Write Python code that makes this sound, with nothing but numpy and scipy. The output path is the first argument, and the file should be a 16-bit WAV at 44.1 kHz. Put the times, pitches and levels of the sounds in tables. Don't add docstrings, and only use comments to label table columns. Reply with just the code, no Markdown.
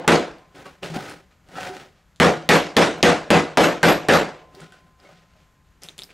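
import sys
import numpy as np
from scipy import signal
from scipy.fft import rfft, irfft, next_fast_len
from scipy.io import wavfile
from scipy.ndimage import uniform_filter1d

SR = 44100
rng = np.random.default_rng(int(sys.argv[2]) if len(sys.argv) > 2 else 0)


def boost(x):
    u = np.asarray(x, float) / 20
    return 10 ** u


def store_wav(level_fs):
    pcm = np.round(np.clip(np.atleast_2d(level_fs), -1, 1) * 32767)
    wavfile.write(sys.argv[1], SR, pcm.T.astype(np.int16))


N = 270333


def noise(n):
    return rng.standard_normal(n)


def evened(x):
    return x / np.sqrt(np.mean(x ** 2) + 1e-20)


def read(points, hz):
    f, value = np.transpose(points)
    return np.interp(np.log(hz + 1), np.log(f + 1), value)


def add(mix, s, sound):
    part = mix[round(s * SR):][:len(sound)]
    part += sound[:len(part)]


def colour(x, points, tilt_db=0):
    size = next_fast_len(len(x))
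    hz = np.fft.rfftfreq(size, 1 / SR)
    level_db = read(points, hz) + tilt_db * np.log2((hz + 100) / 1000)
    return irfft(rfft(x, size) * boost(level_db), size)[:len(x)]


def rings(modes, t, spread_db, detune=0.):
    total = 0
    for hz, db, t60 in modes:
        luck, drift = noise(2)
        envelope = boost(db + spread_db * luck - 60 * t / max(t60, .002))
        total = total + envelope * np.sin(2 * np.pi * hz * (1 + detune * drift) * t)
    return total


def resonate(x, hz, width):
    r = np.exp(-np.pi * width / SR)
    return evened(signal.lfilter([1, 0, -1], [1, -2 * r * np.cos(2 * np.pi * hz / SR), r * r], x))


def with_echo(x):
    lag = round(.0058 * SR)
    late = np.pad(x, (lag, 0))[:len(x)]
    dull = signal.lfilter(*signal.butter(1, 7000, fs=SR), late)
    return x + boost(-4.5) * dull


# pitch_hz, level_db_per_hz
CLATTER = [(24, -38), (40, -14.5), (102, -15.5), (172, 7), (427, 3), (564, 2.5), (1010, -6), (1620, -8.5),
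           (2040, -12.5), (6660, -31.5), (11000, -42.5), (11900, -38), (15300, -56.5), (16500, -81)]
# pitch_hz, t60_s
DYING = [(60, 0.38), (160, 0.18), (500, 0.24), (1500, 0.22), (4000, 0.23), (8000, 0.21), (15000, 0.092)]
# pitch_hz, rise_s
BUILDING = [(60, 0.015), (300, 0.017), (800, 0.026), (2000, 0.0091), (15000, 0.034)]


def clatter(t, tilt_db, clank_db):
    walls_db, walls_longer = -16.5, 2.33
    clank_hz, clank_octaves = 1720, 0.66
    source = evened(colour(noise(len(t)), CLATTER, tilt_db))
    hz, s, z = signal.stft(source, SR, nperseg=512, noverlap=384)
    t60 = np.maximum(read(DYING, hz), .05)[:, None]
    rise = np.maximum(read(BUILDING, hz), .001)[:, None]
    shape = boost(-60 * s / t60) + boost(walls_db - 60 * s / (walls_longer * t60))
    shape *= 1 - .5 * np.exp(-(s / rise) ** 2)
    lumps = uniform_filter1d(noise(z.shape), size=4, axis=0)
    lumps = uniform_filter1d(lumps, size=16, axis=1)
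    shape *= boost(1.8 * evened(lumps))
    clank_band = np.exp(-(np.log2((hz + 1) / clank_hz) / clank_octaves) ** 2)[:, None]
    shape *= boost(clank_db * clank_band * 3 * np.exp(-s / 0.03))
    tail = signal.istft(z * shape, SR, nperseg=512, noverlap=384)[1][:len(t)]
    shake = evened(uniform_filter1d(noise(len(t)), 300))
    return tail * boost(1.2 * shake) * (1 - np.exp(-t / .006))


# pitch_hz, level_db, t60_s
BOARD = [(87.3, -12.5, 0.26), (166.34, -0.5, 0.25), (262, -12, 0.15), (296, -7, 0.38), (336, -11.5, 0.43),
         (482.2, -3.5, 0.31), (567, -9.5, 0.22), (723, -9.5, 0.36), (827, -2.5, 0.18), (980, -14, 0.059),
         (1435, -19.5, 0.43), (1600, -14, 0.077), (1920, -21, 0.1), (2020, -15, 0.31)]
# pitch_hz, level_db, t60_s
LINGER = [
    (155, -24, 0.66),
    (169.7, -20.5, 0.58),
    (740, -27, 0.69),
    (552, -22, 0.46),
]


def board_boom(t, db):
    deep = rings(BOARD[:2], t, 1.0, 0.0047)
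    upper = rings(BOARD[2:], t, 2.7, 0.0054)
    legs = rings(LINGER, t, 3.0)
    return boost(-4.5 + 0.05 * db) * (deep + upper + legs) * (1 - np.exp(-t / 0.011))


# pitch_hz, level_db, t60_s
HEAD = [(11630, -5, .18), (11658, -1, .22), (11690, -4, .18), (11730, -7, .15), (14150, -12, .17),
        (14200, -14, .15), (6780, 0, .13)]


def head_ring(t, db):
    return boost(db + 17.5) * rings(HEAD, t, 2.5, .0015) * (1 - np.exp(-(t / 0.061) ** 3))


def blow(db, tilt_db, ring_db, clank_db):
    t = np.arange(SR) / SR
    overdrive_db = 8
    bench = boost(db + overdrive_db) * clatter(t, tilt_db, clank_db)
    return bench + board_boom(t, db) + head_ring(t, ring_db)


# pitch_hz, level_db_per_hz
AIR = [(12, -32.5), (20, -7), (65, 1), (361, -22), (1470, -19.5), (1650, -21.5), (5670, -33), (6910, -30),
       (9670, -40.5), (13200, -32.5), (16500, -61)]


def air():
    swell = evened(uniform_filter1d(uniform_filter1d(noise(N), 3000), 3000))
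    hum = boost(-64) * resonate(noise(N), 162, 27)
    return boost(-60.5 + 0.78 * swell) * evened(colour(noise(N), AIR)) + hum


# start_s, peak_db, pitch_hz, t60_s
KNOCKS = [(0.045, -19.5, 820, 0.025), (0.545, -41, 336, 0.03), (0.654, -38.5, 1122, 0.21),
          (0.83, -26, 583, 0.069), (0.942, -22, 390, 0.017), (0.963, -16.5, 239, 0.049),
          (0.966, -19, 758, 0.053), (0.9, -32.5, 160.5, 0.38), (1.554, -36, 1336, 0.28),
          (1.583, -22, 756, 0.049), (1.613, -26, 1430, 0.017), (4.565, -44.5, 385, 0.19),
          (4.609, -49, 395, 0.036), (4.612, -42, 160, 0.29), (4.722, -36, 1484, 0.037),
          (4.615, -40, 1450, .06), (5.05, -45, 2180, .04), (5.047, -46, 587, 0.097), (5.089, -44, 596, .1),
          (5.122, -53, 166, 0.16), (5.222, -55, 590, 0.11), (5.352, -52, 618, .1),
          (1.655, -35.5, 732, 0.48), (1.695, -33.5, 385, 0.24)]


def edge_knocks():
    out, t = np.zeros(N), np.arange(4410) / SR
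    for s, db, hz, t60 in KNOCKS:
        modes = [(hz, db, t60), (1.3 * hz, db - 10, 0.46 * t60),
                 (2.1 * hz, db - 10.5, 0.69 * t60), (2.5 * hz, db - 9.5, 0.35 * t60)]
        add(out, s, rings(modes, t, 0.82) * (1 - np.exp(-t / 0.0015)))
    return out


def frame_note():
    t, energy = np.arange(N) / SR, 0
    for s, db, *_ in BLOWS:
        energy = energy + boost(2 * (db + 5) - 120 * (t - s) / 4.6) * (t > s)
    return boost(-55) * np.sqrt(energy) * np.sin(2 * np.pi * 1035 * t)


# pitch_hz, level_db
SIZZLE = [(1500, -17.5), (4000, 2.5), (9000, -3), (12000, -8), (16000, -22)]


def crack(db, hz, sizzle_db):
    t = np.arange(882) / SR
    pitch_hz = hz * (.28 + .9 * np.exp(-t / .0008))
    slide = np.sin(2 * np.pi * np.cumsum(pitch_hz) / SR) * np.exp(-t / .002)
    spit = evened(colour(noise(882), SIZZLE)) * np.exp(-t / .0016)
    contact = (slide + boost(sizzle_db) * spit) * (1 - np.exp(-t / .0004))
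    return boost(db + 6.5) * with_echo(contact)


# start_s, strength_db, treble_tilt_db_per_octave, head_ring_db, core_clank_db
BLOWS = [
    (0.076, -7, 3, -53, 1.5),
    (2.2, -6.5, 2.5, -40, 0.2),
    (2.489, -6, 3.5, -36, 1),
    (2.765, -4.5, 3, -50.5, -1),
    (3.028, -5.5, 3, -54.5, -1),
    (3.303, -6.5, 2.5, -52, -1),
    (3.572, -3, 2.5, -28.5, -1.7),
    (3.83, -4, 2.5, -27, 1),
    (4.085, -4, 2.5, -33.5, 1.8),
]
# start_s, peak_db, pitch_hz, sizzle_db
CRACKS = [
    (0.0783, -4, 2590, -6),
    (2.1999, -8, 3860, -13),
    (2.4903, -8.5, 4760, -8.5),
    (2.767, -8.5, 4620, -6.5),
    (3.0282, -5.5, 6600, -17.5),
    (3.3038, -10.5, 3740, -11.5),
    (3.5727, -5, 2640, -10.5),
    (3.8302, -15, 4190, -5),
    (4.0855, -15, 2900, -1.5),
]


def hammer():
    out = frame_note()
    add(out, 0, blow(-5, 1.0, -58, 0.18)[round(0.19 * SR):])
    for s, *how in BLOWS:
        add(out, s, blow(*how))
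    for s, *how in CRACKS:
        add(out, s, crack(*how))
    return out


# start_s, peak_db, pitch_hz, snap_db
TICKS = [(0.3844, -43, 4600, -2), (0.832, -16.5, 2820, -21), (0.944, -29.5, 2670, -16),
         (1.098, -33, 2630, 7), (1.488, -45, 2960, 1), (1.6103, -26, 2650, 0), (2.161, -60, 4410, 17),
         (2.983, -41.5, 4520, 4.5), (4.3494, -56.5, 3134, -13), (4.5505, -37.5, 4770, 5),
         (4.606, -36.5, 3230, 2), (4.7224, -40, 3080, -1), (5.001, -40.5, 4950, -8),
         (5.8202, -43.5, 5800, 5), (5.8236, -39, 5360, -0.5), (5.835, -27, 5130, 5),
         (5.887, -21.5, 3730, -5), (5.9808, -30, 3500, 4.5), (5.9906, -19, 3530, -6.5),
         (6.0202, -19.5, 3770, -11), (6.035, -20.5, 5070, 1), (6.093, -40, 2430, -15),
         (6.105, -33, 2470, -13)]
# pitch_hz, level_db
TICK = [(800, -21.5), (2500, -2.5), (3500, 5), (6000, 3), (9000, 1.5), (13000, -6), (16500, -19)]


def wire_ticks():
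    snaps, pings, t = np.zeros(N), np.zeros(N), np.arange(4410) / SR
    for s, db, hz, snap_db in TICKS:
        add(snaps, s, boost(db + snap_db) * noise(len(t)) * np.exp(-t / 0.00029))
        add(pings, s, rings([(hz, db - 3.5, .007)], t, 1.1))
    return colour(snaps, TICK), pings


def small_hits():
    snaps, pings = wire_ticks()
    wide = edge_knocks() + snaps
    t = np.arange(SR // 2) / SR
    room = noise(len(t)) * boost(-60 * t / 0.2) * (t > .008)
    tail = signal.fftconvolve(wide, room / np.linalg.norm(room))[:N]
    return with_echo(wide + pings) + boost(-3.5) * tail


def pressure(moves, rise_db_per_s):
    t, power = np.arange(0, N + 32, 32) / SR, 0
    for s, held, db, grit_db, rumble_db in moves:
        rise_db = rise_db_per_s * np.maximum(s - t, 0)
        lift_db = 182 * np.maximum(t - s - held, 0)
        layers_db = np.array([[0], [grit_db], [rumble_db]])
        power = power + boost(np.maximum(db - rise_db - lift_db, -200) + layers_db) ** 2
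    return np.repeat(power, 32, axis=1)[:, :N]


# full_pressure_s, held_s, pressure_db, grit_db, rumble_db
JOLTS = [(0.549, 0.021, -51, -4, 3), (0.658, 0.014, -46, -7, -0.5), (0.83, 0.0059, -40, 1, 6.5),
         (0.86, 0.07, -46.5, -0.5, 4), (0.944, 0.016, -37, -8, 2.5), (0.99, 0.13, -43, -5.5, 1),
         (1.31, 0.02, -66, -2, -12), (4.725, 0.019, -57, 0, -9), (5.0, 0.021, -73, 0, -10),
         (5.09, .01, -60, -10, 0), (5.22, 0.018, -66.5, 0, -15), (5.822, .02, -57, 8, 1.5),
         (5.887, 0.009, -66, 8, 6), (5.985, 0.0097, -58.5, 9, 4.5), (6.02, 0.019, -70, 4, 8),
         (6.092, 0.017, -55.5, -1, -12)]
# full_pressure_s, held_s, pressure_db, grit_db, rumble_db
SLIDES = [(0.6, 0.023, -47, -10, 2), (1.535, 0.055, -50.5, -17, 5), (1.585, 0.095, -37, -6.5, -6),
          (1.75, 0.064, -46.5, -4, 0.5), (1.95, 0.046, -66, -0.5, -19), (4.55, 0.045, -58, -9, 6.5),
          (4.615, 0.029, -53, 0.5, 1), (4.8, 0.096, -67.5, -12, 3), (5.045, 0.016, -56, -4, -1),
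          (5.13, 0.048, -61.5, 1, -16), (5.3, 0.13, -74.5, 6.5, -13.5), (5.36, 0.039, -71, -1, -13.5)]
# pitch_hz, width_hz, level_db
RUB = [(534, 140, 14), (727, 62, 11.5), (1264, 70, 9), (1450, 100, 7.5), (1835, 83, 1.5), (1004, 740, -2.5)]
# pitch_hz, width_hz, level_db
RUMBLE = [(175, 28, 2), (279.6, 63, 0.5), (385, 53, 2.5)]
# pitch_hz, level_db_per_hz
GRIT = [(1200, -10), (2500, -3), (5000, -8.5), (8000, -17.5), (11000, -37), (13500, -44), (16000, -54)]


def drag():
    slides = pressure(SLIDES, 268)
    jolts = pressure(JOLTS, 2500)
    rub, grit, low = np.sqrt(slides + jolts)
    slips = boost(3.5 * np.minimum(rng.exponential(1, N), 3)) * (rng.random(N) < 1500 / SR)
    judder = boost(1.6 * evened(uniform_filter1d(noise(N), 400)))
    grains = noise(N) * (0.72 + slips) * judder
    board = evened(sum(boost(db) * resonate(grains, hz, width) for hz, width, db in RUB))
    rumble = evened(sum(boost(db) * resonate(grains, hz, width) for hz, width, db in RUMBLE))
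    return rub * board + low * rumble + grit * evened(colour(grains, GRIT))


# pitch_hz, left_over_right_db
LEAN = [(60, 3.6), (180, 2.0), (550, 0.0), (1650, 0.0), (4970, 0.0), (15000, 1.0)]
# pitch_hz, level_db
WIDE = [(30, -18), (90, -24), (160, -25), (330, -17), (1100, -16), (2000, -18), (4200, -26), (6400, -27),
        (8000, -12), (9800, -8), (11500, -21), (16000, -22)]


def scene():
    mid = hammer() + small_hits() + air() + drag()
    scatter = noise(6000) * np.exp(-np.arange(6000) / 1300)
    unlike = colour(signal.fftconvolve(mid, scatter / np.linalg.norm(scatter))[:N], WIDE)
    left = colour(mid, [(f, d / 2) for f, d in LEAN])
    right = colour(mid, [(f, -d / 2) for f, d in LEAN])
    return np.array([left + unlike, right - unlike])


# pitch_hz, level_db
MIC = [(20, -1), (100, 0), (10000, 0), (13000, -4), (15000, 0), (15700, 2), (16000, -18), (16850, -50),
       (17500, -90)]


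def microphone(dry):
    return np.array([colour(port, MIC) for port in dry])


def limiter(heard):
    power_db = 10 * np.log10(abs(uniform_filter1d((heard ** 2).mean(0), size=320)) + 1e-12)
    fall_db = np.arange(N) * 500. / SR
    peak_db = np.maximum.accumulate(power_db + fall_db) - fall_db
    over_db = np.maximum(peak_db + 11.0, 0)
    return heard / boost(1.046 * uniform_filter1d(over_db, size=120))


def band_limit(x):
    return signal.sosfilt(signal.butter(12, 16820, fs=SR, output="sos"), x)


def record(dry):
    held = limiter(microphone(dry))
    return band_limit(np.clip(held, -1, 1))


dry = scene()
out = record(dry)
store_wav(out)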